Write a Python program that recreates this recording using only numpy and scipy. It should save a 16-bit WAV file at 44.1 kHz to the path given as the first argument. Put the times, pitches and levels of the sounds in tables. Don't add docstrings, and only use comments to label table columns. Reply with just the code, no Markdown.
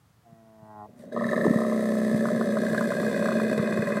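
import sys
import numpy as np
from scipy import signal
from scipy.fft import rfft, irfft
from scipy.io import wavfile
from scipy.ndimage import uniform_filter1d

SR = 44100
rng = np.random.default_rng(int(sys.argv[2]) if len(sys.argv) > 2 else 0)


def wrap_up_sound(samples):
    columns = np.atleast_2d(samples).T
    tamed = np.clip(columns, -1, 1)
    steps = np.round(tamed * 32767).astype(np.int16)
    wavfile.write(sys.argv[1], SR, steps)


N = 176400

# centre_hz, width_hz, gain_db
THROAT_RESONANCES = [(355, 59, -1.5), (450.6, 117, -3), (593.8, 78.4, 4), (688, 151, -16)]
# time_s, centre_hz, level_db
JAW_RESONANCE = [(1.11, 1620, -87), (1.13, 1670, -65), (1.17, 1810, -44.5), (1.33, 1775, -61),
                 (1.47, 1800, -35.5), (1.65, 1760, -48.5), (2.2, 1706, -42.5), (2.548, 1670, -44),
                 (2.78, 1646, -39.5), (3.3, 1622, -39), (4.0, 1627, -44)]
OPEN_JAW_HZ, JAW_WIDTH_HZ = 1686, 138


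def from_db(db):
    return 10 ** (np.asarray(db) / 20)


def rms_one(x):
    return x / np.sqrt(np.mean(x ** 2) + 1e-20)


def in_time(rows):
    time_s, *columns = np.transpose(rows)
    return [np.interp(np.arange(N) / SR, time_s, column) for column in columns]


def clicks(start_s, sizes):
    return np.bincount(np.clip(np.asarray(start_s) * SR, 0, N).astype(int), sizes, N + 1)[:N]


def evened(x):
    return x / np.sqrt(np.abs(uniform_filter1d(x ** 2, SR // 10)) + 1e-14)


def resonance(x, hz, width_hz, order=2):
    turn = np.exp(2j * np.pi * np.cumsum(hz * np.ones(N)) / SR)
    lowpass = signal.butter(order, width_hz / 2, fs=SR)
    return 2 * np.real(signal.lfilter(*lowpass, x / turn + 1e-18) * turn)


def cavity(x, resonances):
    return sum((-1) ** k * from_db(db) * resonance(x, hz, width_hz)
               for k, (hz, width_hz, db) in enumerate(resonances))


def coloured_noise(spectrum):
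    hz, db = np.transpose(spectrum)
    bin_hz = np.arange(N // 2 + 1) * SR / N
    gain = from_db(np.interp(np.log(bin_hz + 1), np.log(hz), db))
    return rms_one(irfft(rfft(rng.standard_normal(N)) * gain, N))


def drift(hz):
    return coloured_noise([(hz, 0), (2 * hz, -20), (20 * hz, -120)])


def cycle_starts(rate_hz):
    return np.flatnonzero(np.diff(np.floor(np.cumsum(rate_hz) / SR))) / SR


def still_air(level_db=-60.5):
    # frequency_hz, density_db
    spectrum = [(25, -30), (60, -3.5), (120, 3), (220, -11), (400, -19.5), (1200, -19.5), (2500, -28.5),
                (15000, -36)]
    return from_db(level_db) * coloured_noise(spectrum)


def thumps(half_width_cycles=.8):
    # centre_s, level_db, pitch_hz
    beats = [(0.193, -55, 140), (0.33, -41, 161), (0.63, -41.5, 150), (1.257, -21.5, 197.1),
             (1.457, -13.5, 360), (1.466, -11.5, 370), (1.468, -18.5, 840), (1.481, -11.5, 207),
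             (1.51, -10, 234), (1.562, -13.5, 203), (2.147, -11.5, 199), (3.599, -18, 164.8),
             (3.795, -19.5, 161)]
    out, t = np.zeros(N), np.arange(N) / SR
    for centre_s, level_db, pitch_hz in beats:
        cycles = np.clip((t - centre_s) * pitch_hz, -10, 10)
        swell = np.exp(-(cycles / half_width_cycles) ** 2)
        out -= from_db(level_db) * swell * np.sin(2 * np.pi * cycles)
    return out


def moan():
    # time_s, pitch_hz
    melody = [(.24, 119.3), (.28, 114.3), (.66, 107.7), (.82, 104), (.85, 104.7), (.885, 119.2)]
    # time_s, level_db, lips_db
    effort = [(.22, -84, -12), (.265, -55, -15), (.45, -54, -8), (.58, -52.5, -7.5), (.72, -47, 0.5),
              (.82, -41, 0), (.86, -43.5, -2), (.89, -73, -10), (.93, -66, -12)]
    # centre_hz, width_hz, gain_db
    nose_resonances = [(112, 25, 1.5), (218, 27, 6.5), (375, 150, -2.5), (684.5, 79, 9), (1890, 100, -14.5)]
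    lip_resonances = [(831, 45, 11.5), (1010, 200, 1)]
    # time_s, centre_hz
    lips_closing = [(.72, 1480), (.8, 1390), (.87, 1070)]
    (pitch_hz,), (level_db, lips_db), (closing_hz,) = map(in_time, (melody, effort, lips_closing))
    start_s = cycle_starts(pitch_hz)
    pulses = clicks(start_s, 1 + 0.046 * rng.standard_normal(len(start_s)))
    breath = (0.0043 + 0.0051 * from_db(lips_db)) * rng.standard_normal(N)
    voice = pulses + breath
    lips = cavity(voice, lip_resonances) + from_db(-11.5) * resonance(voice, closing_hz, width_hz=310)
    return from_db(level_db) * evened(cavity(voice, nose_resonances) + from_db(lips_db) * lips)


def catches():
    # start_s, peak_db
    soft_pulses = [(.89, -45), (1.035, -34), (1.075, -36.5), (1.124, -30)]
    start_s, peak_db = np.transpose(soft_pulses)
    unit_peak = np.abs(cavity(clicks([0], [1]), THROAT_RESONANCES)).max()
    return cavity(clicks(start_s, from_db(peak_db)), THROAT_RESONANCES) / unit_peak


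def slaps(boost_db=6, lead_s=0.001487):
    # time_s, relative_db
    closures = [(1.165, -24.5), (1.175, -24), (1.211, -24.5), (1.221, -27), (1.332, -23), (1.342, -25.5),
                (1.378, -26.5), (1.447, -23), (1.537, -26), (1.587, -26), (1.618, -24.5), (1.649, -26),
                (1.723, -25.5), (2.255, -23), (2.286, -26), (2.412, -24), (2.57, -24.5), (2.747, -23.5),
                (2.81, -21), (2.92, -23), (3.031, -28), (3.225, -27.5), (3.256, -24.5), (3.286, -23.5),
                (3.318, -25.5), (3.399, -24.5), (3.592, -28.5), (3.905, -30.5), (3.97, -30)]
    # centre_hz, width_hz, gain_db
    ring = [(605, 135, 24), (1080, 170, 17.5), (1247, 76, 17), (3800, 1700, -19)]
    open_ring = [(1457, 130, 18)]
    time_s, relative_db = np.transpose(closures)
    wide, = in_time([(1.7, 0.035), (2.2, 0.76)])
    unit_peak = np.abs(cavity(clicks([0], [1]), ring)).max()
    claps = clicks(time_s - lead_s, from_db(relative_db + boost_db)) / unit_peak
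    return cavity(claps, ring) - wide * cavity(claps, open_ring)


def squawks():
    # start_s, peak_db
    hard_pulses = [(1.122, -40), (1.152, -42), (1.197, -30.5), (1.242, -25), (1.289, -24.5), (1.319, -27.5),
                   (1.332, -24.5), (1.363, -25), (1.379, -26), (1.411, -23), (1.441, -26), (2.665, -25),
                   (2.698, -30), (2.731, -26.5), (2.779, -20)]
    # centre_hz, width_hz, gain_db
    upper_ring = [(3860, 250, -24)]
    start_s, peak_db = np.transpose(hard_pulses)
    jaw_hz, _ = in_time(JAW_RESONANCE)
    unit_peak = np.abs(resonance(clicks([0], [1]), OPEN_JAW_HZ, JAW_WIDTH_HZ)).max()
    pulses = clicks(start_s, from_db(peak_db)) / unit_peak
    return resonance(pulses, jaw_hz, JAW_WIDTH_HZ) + cavity(pulses, upper_ring)


def hiss(pulses, puffs, spittle_per_s=200, upper_q=26):
    # time_s, broad_db, upper_db
    airflow = [(.94, -87, -98), (.99, -61.5, -80), (1.04, -62.5, -75), (1.115, -91, -76), (1.125, -61, -60),
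               (1.16, -62, -65), (1.26, -52, -55.5), (1.5, -49, -57.5), (2.2, -47.5, -55.5),
               (2.5, -50, -52.5), (2.75, -46, -53), (3.35, -48, -49), (4.0, -49.5, -53.5)]
    # frequency_hz, density_db
    spectrum = [(2000, 7.5), (3000, -1.5), (4600, 1.5), (6200, 0), (8700, 2.5), (11000, -3), (13500, -6.5),
                (15500, -14)]
    # time_s, openness (0 ajar, 1 wide)
    opening = [(1.5, 0.05), (2.9, 1)]
    # ajar_hz, wide_hz, ajar_db, wide_db
    upper_resonances = [(3420, 3520, 4.5, 8), (3820, 3810, 11, 4.5), (4320, 4320, 1, 6.5),
                        (5000, 5090, 0, 2.5), (6340, 6050, 3.5, -2.5), (8300, 7780, 0, 0)]
    (broad_db, upper_db), (openness,) = in_time(airflow), in_time(opening)
    flutter_db = 1.1 * drift(hz=45)
    throb = rms_one(1 + .35 * puffs) * from_db(flutter_db)
    pops = rng.random(N) < spittle_per_s * throb / SR
    spittle = rms_one(pops * rng.standard_normal(N))
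    rasp = throb * rng.standard_normal(N) + 0.71 * (pulses + spittle)
    ringing = np.zeros(N)
    for ajar_hz, wide_hz, ajar_db, wide_db in upper_resonances:
        centre_hz = ajar_hz + openness * (wide_hz - ajar_hz)
        gain_db = ajar_db + openness * (wide_db - ajar_db)
        ringing += from_db(gain_db) * resonance(rasp, centre_hz, ajar_hz / upper_q)
    return from_db(broad_db) * throb * coloured_noise(spectrum) + from_db(upper_db) * evened(ringing)


def throat_pulses(rate_hz, roughness, threes_from_s=3.52, jitter_s=.0008, spread_db=1.8, puff_s=0.0049):
    start_s = cycle_starts(rate_hz)
    k = np.arange(len(start_s))
    chance = np.clip(rng.standard_normal((len(start_s), 2)), -2, 2)
    size_scatter, time_scatter = chance.T * roughness[(start_s * SR).astype(int)]
    accent_db = np.where(start_s < threes_from_s, -2 * (k % 2), -7.5 * (k % 3 > 0))
    sizes = from_db(accent_db + spread_db * size_scatter)
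    start_s = start_s + jitter_s * time_scatter
    pulses = clicks(start_s, sizes)
    swings = clicks(start_s, sizes * (-1) ** k)
    puffs = signal.lfilter([1], [1, -np.exp(-1 / (puff_s * SR))], pulses + 1e-18)
    return rms_one(pulses), rms_one(swings), rms_one(puffs)


def side_cavities(sound, jaw_hz):
    # centre_hz, width_hz
    notches = [(1385, 310), (2265, 34), (2760, 150), (5380, 190), (6750, 250)]
    stretch = (jaw_hz / OPEN_JAW_HZ) ** 0.96
    for centre_hz, width_hz in notches:
        sound = sound - resonance(sound, centre_hz * stretch, width_hz, order=1)
    return sound


def roar(tone_per_pulse_rate=3.5):
    # time_s, rate_hz
    pace = [(1.45, 65.57), (1.83, 62.6), (2.1, 62.1), (2.33, 65.52), (2.5, 61.4), (2.85, 63.88),
            (3.15, 60.97), (3.33, 63.51), (3.6, 61.33)]
    # time_s, roughness (0 to 1)
    unevenness = [(1.42, .8), (1.55, .22), (2.18, .22), (2.28, .8), (4.0, 1)]
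    # time_s, chest_db, tone_db
    depth = [(.8, -65, -90), (.9, -53.5, -86), (1.099, -44.5, -72), (1.17, -36.5, -31.5),
             (1.26, -32.5, -27.5), (1.42, -30, -33.5), (1.56, -35, -26.5), (2.15, -32, -24),
             (2.3, -29.5, -28.5), (3.1, -30.5, -29.5), (3.3, -30.5, -26.5), (4.0, -32, -29.5)]
    # time_s, throat_db, mouth_db
    effort = [(.88, -55, -78), (.95, -63, -72), (1.0, -54, -64), (1.115, -50.5, -63), (1.13, -34.5, -54),
              (1.25, -32.5, -37.5), (1.42, -27, -40), (1.85, -29.5, -40.5), (2.18, -30, -43),
              (2.28, -28.5, -42.5), (2.78, -29.5, -39.5), (3.4, -28, -38), (4.0, -30, -33.5)]
    # time_s, level_db
    gaping = [(1.102, -89), (1.25, -73), (2.4, -64), (2.8, -57.5), (3.249, -48), (4.0, -48.5)]
    # centre_hz, width_hz, gain_db
    chest_resonances = [(218.6, 67.5, 1.5), (143, 98, -16.5)]
    mouth_resonances = [(1082, 149, 0.5), (1301, 99, 2.5), (1640, 370, -6), (2004, 192, -6)]
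    (rate_hz,), (roughness,), (gape_db,) = map(in_time, (pace, unevenness, gaping))
    (chest_db, tone_db), (throat_db, mouth_db) = in_time(depth), in_time(effort)
    jaw_hz, jaw_db = in_time(JAW_RESONANCE)

    pulses, swings, puffs = throat_pulses(rate_hz, roughness)
    air = (puffs + 1) * rng.standard_normal(N)
    low_air = 0.91 * roughness * air
    mouth_drive = pulses + 0.88 * air

    chest = from_db(chest_db) * evened(cavity(pulses + low_air, chest_resonances))
    throat = from_db(throat_db) * evened(cavity(swings + low_air, THROAT_RESONANCES))
    mouth = from_db(mouth_db) * evened(cavity(mouth_drive, mouth_resonances))
    jaw = from_db(jaw_db) * evened(resonance(pulses + 0.35 * air, jaw_hz, JAW_WIDTH_HZ))
    gape = from_db(gape_db) * evened(resonance(mouth_drive, hz=2500, width_hz=124))
    pulse_phase = 2 * np.pi * np.cumsum(rate_hz) / SR
    tone = from_db(tone_db) * rms_one(np.sin(tone_per_pulse_rate * pulse_phase))
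    bright = side_cavities(mouth + jaw + gape + hiss(pulses, puffs), jaw_hz)
    onset, = in_time([(.84, 0.0064), (.9, 0.94)])
    return onset * (chest + throat + tone + bright)


def scene():
    # delay_s, gain_db
    surfaces = [(.0068, -19), (0.0125, -16)]
    camel = moan() + catches() + roar() + slaps() + squawks()
    echoes = sum(from_db(gain_db) * np.pad(camel, (int(delay_s * SR), 0))[:N]
                 for delay_s, gain_db in surfaces)
    return (camel + echoes + thumps() + still_air())[None]


def record(dry, bass_hz=90, top_hz=15800, fade_s=.003):
    thin = signal.sosfilt(signal.butter(2, bass_hz, "high", fs=SR, output="sos"), dry)
    eased = thin * np.minimum(1, np.arange(N)[::-1] / (fade_s * SR))
    return signal.sosfilt(signal.ellip(12, .1, 80, top_hz, fs=SR, output="sos"), eased)


dry = scene()
out = record(dry)
wrap_up_sound(out)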